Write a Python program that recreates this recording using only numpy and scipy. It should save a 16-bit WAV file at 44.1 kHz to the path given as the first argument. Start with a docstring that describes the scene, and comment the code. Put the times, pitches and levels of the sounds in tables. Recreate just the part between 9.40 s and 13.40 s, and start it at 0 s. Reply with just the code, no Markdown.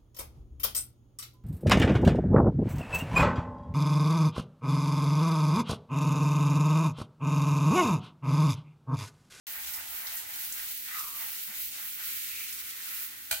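"""A hand shower sprays over a small dog in a bathtub in a tiled bathroom.
Fine droplets hiss on tub and coat; heavier drops trap ringing bubbles in the film of water.
At times the jet drums in a hollow, fat drops tick and the tub booms softly.
A faint hum and rumble stand behind. At the end something hard clacks against the tub."""
import sys
import numpy as np
from scipy import signal
from scipy.fft import rfft, irfft, next_fast_len
from scipy.io import wavfile

SR = 44100
rng = np.random.default_rng(int(sys.argv[2]) if len(sys.argv) > 2 else 0)


def log_audio(samples):
    """Write samples as a 16-bit WAV file to the path given in sys.argv[1]."""
    # one column per channel
    frames = np.atleast_2d(samples).T
    # limit to full scale, then quantise
    limited = np.clip(frames, -1, 1)
    pcm = np.round(limited * 32767).astype(np.int16)
    wavfile.write(sys.argv[1], SR, pcm)


N = 176400
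TIME = np.arange(N) / SR

# Room rumble spectrum: f/Hz, relative density/dB
RUMBLE_SPECTRUM = [(15, -45), (28, -24), (46, 4), (62, 8.5), (80, -0.5), (125, 1), (170, -7.5), (240, -0.5),
                   (340, -7.5), (500, -6), (900, -28), (3000, -18)]
# Hum partials: f/Hz, level/dB
HUM_PARTIALS = [(100, -83.5), (200, -79.5), (300, -74)]
# Dull bumps in the tub: t/s, length/s, f/Hz, level/dB
TUB_BUMPS = [(.15, 0.5, 63.4, -64.5), (1.11, .08, 250, -66), (2.043, .09, 210, -61.5)]
# Blows of the clack and its rebound: t/s, level/dB
CLACK_BLOWS = [(3.91, -29), (3.9117, -18.5), (3.914, -27), (3.927, -22)]
# Colour of the crack: f/Hz, gain/dB
CRACK_SPECTRUM = [(60, -21), (170, -22), (420, -42), (620, -4), (850, -4), (1100, -8), (1500, 5),
                  (1900, -3), (2600, 3.5), (3300, -1), (4200, 2.5), (5300, -7), (6500, -3), (8600, -1),
                  (10200, -2.5), (11200, 0.5), (13000, -2.5), (15500, 2)]
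# Modes rung by the clack: f/Hz, relative level/dB, t60/s
CLACK_MODES = [(94.6, -27.5, .6), (670, -18, .15), (856, -28, 0.18), (1430, -25, 0.09), (1490, -11, .12),
               (2040, -25, .08), (2430, -12, .1), (3160, -14, 0.081), (3720, -17, .06), (4540, -18, .07)]
# Fat drops: t/s, level/dB, centre f/Hz, t60/s
FAT_DROPS = [(0.235, -39, 8000, .015), (0.261, -47, 6450, .15), (0.336, -38, 6500, 0.11),
             (0.669, -36.5, 4670, 0.059), (0.769, -38, 9000, 0.15), (0.814, -42.5, 1190, 0.014),
             (1.124, -29.5, 7500, 0.024), (1.593, -32.5, 6640, 0.027), (3.126, -36, 8200, 0.057),
             (3.305, -44, 13000, .015), (3.595, -34, 13500, .02), (3.622, -28, 13500, 0.013)]
# Jet in a hollow: t/s, length/s, rise/share of length, first f/Hz, last f/Hz, width/Hz, level/dB
HOLLOW_SWELLS = [(.1, 1, 0.49, 707, 708, 7.6, -71), (0.503, 0.66, 0.36, 1996, 2003, 220, -58),
                 (1.454, 0.12, 0.33, 2110, 1644, 320, -52), (1.493, 0.33, 0.22, 1270, 1135, 123, -49.5),
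                 (1.777, .08, 0.46, 1900, 2095, 340, -51), (2.621, .56, 0.69, 2307, 2490, 650, -49.5)]
# Splash envelope: t/s, small-bubble level/dB, large-bubble level/dB
SPLASH_LEVELS = [(0.08, -51.5, -65.0), (0.16, -45, -60.5), (0.32, -50, -63.5), (0.38, -43, -58.5),
                 (0.48, -49, -65.5), (0.66, -45, -56.5), (0.88, -52, -62.5), (0.92, -46.5, -61),
                 (1.14, -51.5, -70), (1.18, -43.5, -62), (1.3, -52.5, -69.5), (1.44, -56, -81),
                 (1.48, -44, -67.5), (1.56, -42.5, -63), (1.6, -49, -64), (1.72, -57, -72),
                 (1.82, -44, -57.5), (2.04, -54, -75), (2.12, -46.5, -64), (2.22, -53.5, -74),
                 (2.3, -60, -72), (2.38, -45.5, -62), (2.56, -52.5, -80), (2.6, -45, -67.0),
                 (2.74, -48, -96), (2.8, -53, -90), (3.04, -49.5, -84), (3.36, -49.5, -74),
                 (3.54, -46, -70), (3.88, -55, -76)]
# Bubble strength by pitch: f/Hz, relative level/dB
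SMALL_BUBBLES = [(1200, -11.5), (1600, -4.5), (2000, -1), (2500, -8.5), (3200, -9)]
LARGE_BUBBLES = [(600, -4), (750, 2.5), (950, 9.5), (1300, 2), (1700, -8)]
# Spray envelope: t/s, mist level/dB, patter level/dB
SPRAY_LEVELS = [(0.08, -41, -43.5), (0.18, -38.5, -48.0), (0.28, -39, -42.5), (0.36, -35.5, -46.5),
                (0.42, -42, -46), (0.6, -36, -45), (0.64, -41, -48), (0.68, -37, -46.5), (0.72, -40, -44),
                (0.76, -34.5, -45), (0.86, -42, -47.0), (1.04, -35.5, -42.5), (1.1, -39, -45),
                (1.14, -37, -46), (1.18, -39.5, -45), (1.32, -36, -43.5), (1.4, -38.5, -47),
                (1.5, -40.5, -45.5), (1.6, -35, -42.5), (1.72, -40.0, -46), (1.84, -36, -45),
                (1.98, -38.5, -44.5), (2.04, -36.5, -46), (2.12, -41, -46), (2.22, -34, -42.5),
                (2.3, -39, -45.5), (2.36, -42, -43), (2.46, -36, -45.5), (2.6, -40.5, -45),
                (2.66, -34, -41.5), (2.88, -39.0, -43.5), (3.14, -39, -44.0), (3.24, -42.0, -47),
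                (3.3, -39.5, -44.5), (3.36, -43.5, -47.5), (3.46, -39, -43.5), (3.64, -35.0, -45),
                (3.7, -45, -49), (3.76, -45.5, -50), (3.88, -44, -51.5)]
# Droplet spectra: f/Hz, relative density/dB
MIST_SPECTRUM = [(5000, -36), (8000, -21), (10500, -1), (12300, 4.5), (14000, 4.5), (15600, 5.5),
                 (17000, 0)]
PATTER_SPECTRUM = [(800, -23.5), (1300, -18), (2200, 1.5), (3000, 0), (4000, 1), (5300, -1), (7000, 0),
                   (9300, 0.5), (12000, -9.5), (16000, -14.5)]
# Stereo balance of the water: f/Hz, left minus right/dB
WATER_BALANCE = [(500, -1), (1200, -0.7), (2200, -0.5), (3300, 2.2), (5500, -3.5), (9000, 4.5),
                 (12500, -0.5), (15000, -5)]

ROOM_T60_S, ROOM_GAP_S, WATER_WET_DB = 0.32, 0.0023, 5.5
DROP_PAN_DB, DROP_LAG_S = 2, .0004


def from_db(db):
    """Decibels to gain."""
    return 10 ** (np.asarray(db) / 20)


def unit_rms(x):
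    """Scale to unit power."""
    return x / np.sqrt(np.mean(x ** 2) + 1e-20)


def envelopes(rows):
    """Level columns interpolated to every sample."""
    times_s, *columns = np.transpose(rows)
    return [np.interp(TIME, times_s, column) for column in columns]


def db_at(spectrum, hz):
    """Spectrum level, interpolated over log frequency."""
    points_hz, points_db = np.transpose(spectrum)
    return np.interp(np.log(hz + 1e-9), np.log(points_hz), points_db)


def equalise(x, spectrum, share=1):
    """Filter by a spectrum, its dB scaled by share."""
    size = next_fast_len(N + SR // 10)
    gain = from_db(share * db_at(spectrum, np.fft.rfftfreq(size, 1 / SR)))
    return irfft(rfft(x, size) * gain, size)[..., :N]


def drift(rate_hz):
    """Low-passed noise, unit RMS."""
    hop, settle = 40, 2000
    pole = np.exp(-2 * np.pi * hop * rate_hz / SR)
    noise = rng.standard_normal(N // hop + settle + 2)
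    slow = signal.lfilter([1], [1, -2 * pole, pole * pole], noise)[settle:]
    return np.interp(np.arange(N) / hop, np.arange(len(slow)), unit_rms(slow))


def narrow_noise(hz, width_hz):
    """Randomly driven resonance; its centre may glide."""
    phase = 2 * np.pi * np.cumsum(hz * np.ones(N)) / SR
    return drift(width_hz) * np.cos(phase) + drift(width_hz) * np.sin(phase)


def ring(clicks, hz, t60_s):
    """Resonator: a unit click starts a decaying unit sine."""
    radius, angle = 1000 ** (-1 / (t60_s * SR)), 2 * np.pi * hz / SR
    return signal.lfilter([0, np.sin(angle)], [1, -2 * radius * np.cos(angle), radius ** 2], clicks + 1e-18)


def decay(start_s, t60_s):
    """Exponential decay from start_s."""
    return (TIME >= start_s) * 1000 ** (-np.maximum(TIME - start_s, 0) / t60_s)


def bathroom(x, wet_db):
    """Direct sound plus a dense tail from the tiles, different at each ear."""
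    tail = (rng.standard_normal((2, N)) * decay(ROOM_GAP_S, ROOM_T60_S))[:, :SR // 2]
    tail /= np.sqrt(np.sum(tail ** 2, axis=1, keepdims=True))
    return x + from_db(wet_db) * signal.fftconvolve(np.atleast_2d(x), tail, axes=1)[:, :N]


def background(rumble_db=-66, side_db=-3):
    """Low room rumble and a faint steady hum."""
    mid, side = unit_rms(equalise(rng.standard_normal((2, N)), RUMBLE_SPECTRUM))
    rumble = from_db(rumble_db) * (mid + from_db(side_db) * side * [[1], [-1]])
    hum = sum(from_db(db) * np.sqrt(2) * np.sin(2 * np.pi * (hz * TIME + rng.random()))
              for hz, db in HUM_PARTIALS)
    return rumble + hum


def tub_bumps():
    """The tub booms softly: swells of low narrow-band noise."""
    out = 0
    for start_s, length_s, hz, db in TUB_BUMPS:
        swell = np.sin(np.pi * np.clip((TIME - start_s) / length_s, 0, 1))
        out += from_db(db) * swell * narrow_noise(hz, width_hz=0.1 * hz)
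    return out


def clack(crack_gain_db=1.5, modes_gain_db=-10.5):
    """Hard chattering contact and rebound: a noisy crack plus ringing modes."""
    contact, blows = 0, np.zeros(N)
    for start_s, db in CLACK_BLOWS:
        contact += from_db(db) * decay(start_s, t60_s=0.019)
        blows[int(start_s * SR)] = from_db(db)
    crack = from_db(crack_gain_db) * equalise(contact * rng.standard_normal((2, N)), CRACK_SPECTRUM)
    modes = 0
    for hz, db, t60_s in CLACK_MODES:
        # A mode radiates its velocity: no thud below its pitch.
        velocity = np.diff(ring(blows, hz, t60_s), prepend=0) * SR / (2 * np.pi * hz)
        modes += from_db(modes_gain_db + db) * velocity
    return bathroom(crack, wet_db=0.5) + bathroom(modes, wet_db=5)


def fat_drops():
    """Fat drops smack on the tub, each a noise burst about an octave wide."""
    out = 0
    for start_s, db, hz, t60_s in FAT_DROPS:
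        edges_hz = [hz / np.sqrt(2), hz * np.sqrt(2)]
        band = signal.butter(2, edges_hz, "band", fs=SR, output="sos")
        noise = unit_rms(signal.sosfilt(band, rng.standard_normal((2, N))))
        out += from_db(db) * noise * decay(start_s, t60_s)
    return bathroom(out, wet_db=-0.5)


def jet_in_hollow():
    """The jet drums in a hollow: rough resonances swell, glide and fade."""
    out = 0
    for start_s, length_s, rise, first_hz, last_hz, width_hz, db in HOLLOW_SWELLS:
        peak_s, end_s = start_s + rise * length_s, start_s + length_s
        swell = np.interp(TIME, [start_s, peak_s, end_s], [0, 1, 0])
        glide_hz = np.interp(TIME, [start_s, end_s], [first_hz, last_hz])
        out += from_db(db) * swell * narrow_noise(glide_hz, width_hz)
    return bathroom(out, wet_db=2.5)


def impacts(per_s, spread_db, count):
    """Random impacts of uneven size and place, dealt to count stereo click trains."""
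    when, size, sign, pan, lag, dealt = rng.random((80000, 6))[:int(per_s * N / SR)].T
    size_db = spread_db * np.minimum(-np.log(1 - size), 5.5)  # capped exponential distribution
    height = np.sign(sign - .5) * from_db(size_db)
    train = (dealt * count).astype(int)
    out = np.zeros((count, 2, N))
    for ear, side in enumerate((1, -1)):
        arrival = (when * N + side * (lag - .5) * DROP_LAG_S * SR).astype(int) % N
        pan_gain = from_db(side * (pan - .5) * DROP_PAN_DB)
        np.add.at(out, (train, ear, arrival), height * pan_gain)
    return out


def bubbles(sizes, per_s, t60_cycles, spread_db):
    """Each drop traps a bubble that rings briefly."""
    trains = impacts(per_s, spread_db, count=24)
    pitches_hz = np.geomspace(sizes[0][0], sizes[-1][0], len(trains))
    rings = sum(from_db(db_at(sizes, hz)) * ring(train, hz, t60_cycles / hz)
                for train, hz in zip(trains, pitches_hz))
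    thud_cut = signal.butter(3, pitches_hz[0], "high", fs=SR, output="sos")
    return unit_rms(bathroom(signal.sosfilt(thud_cut, rings), WATER_WET_DB))


def splash(small_gain_db=-1.5, large_gain_db=3):
    """Small and large bubbles in the water on the tub floor."""
    small_db, large_db = envelopes(SPLASH_LEVELS)
    small = bubbles(SMALL_BUBBLES, per_s=1500, t60_cycles=22, spread_db=2.5)
    large = bubbles(LARGE_BUBBLES, per_s=600, t60_cycles=8.1, spread_db=2)
    return from_db(small_gain_db + small_db) * small + from_db(large_gain_db + large_db) * large


def droplets(spectrum, per_s, spread_db):
    """Tiny sharp impacts on several spots, each with its own reflections."""
    hail = sum(bathroom(spot, WATER_WET_DB) for spot in impacts(per_s, spread_db, count=5))
    return unit_rms(equalise(hail, spectrum))


def spray(mist_gain_db=1, patter_gain_db=1.5, flutter_db=0.64):
    """Mist and patter flutter together as the jets wander over tub and coat."""
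    mist_db, patter_db = envelopes(SPRAY_LEVELS)
    mist = from_db(mist_gain_db + mist_db) * droplets(MIST_SPECTRUM, per_s=9200, spread_db=4.5)
    patter = from_db(patter_gain_db + patter_db) * droplets(PATTER_SPECTRUM, per_s=3800, spread_db=3.5)
    return (mist + patter) * from_db(flutter_db * drift(rate_hz=28))


def scene():
    """Water, clack, bumps and background in stereo."""
    water = spray() + splash() + jet_in_hollow() + fat_drops()
    water = equalise(water, WATER_BALANCE, share=np.array([[.5], [-.5]]))
    return water + clack() + tub_bumps() + background()


def record(dry):
    """Abrupt start, steep treble cut."""
    start_s, cutoff_hz = .068, 15850
    low_pass = signal.ellip(12, .2, 80, cutoff_hz, fs=SR, output="sos")
    return signal.sosfilt(low_pass, dry * (TIME >= start_s))


dry = scene()
out = record(dry)
log_audio(out)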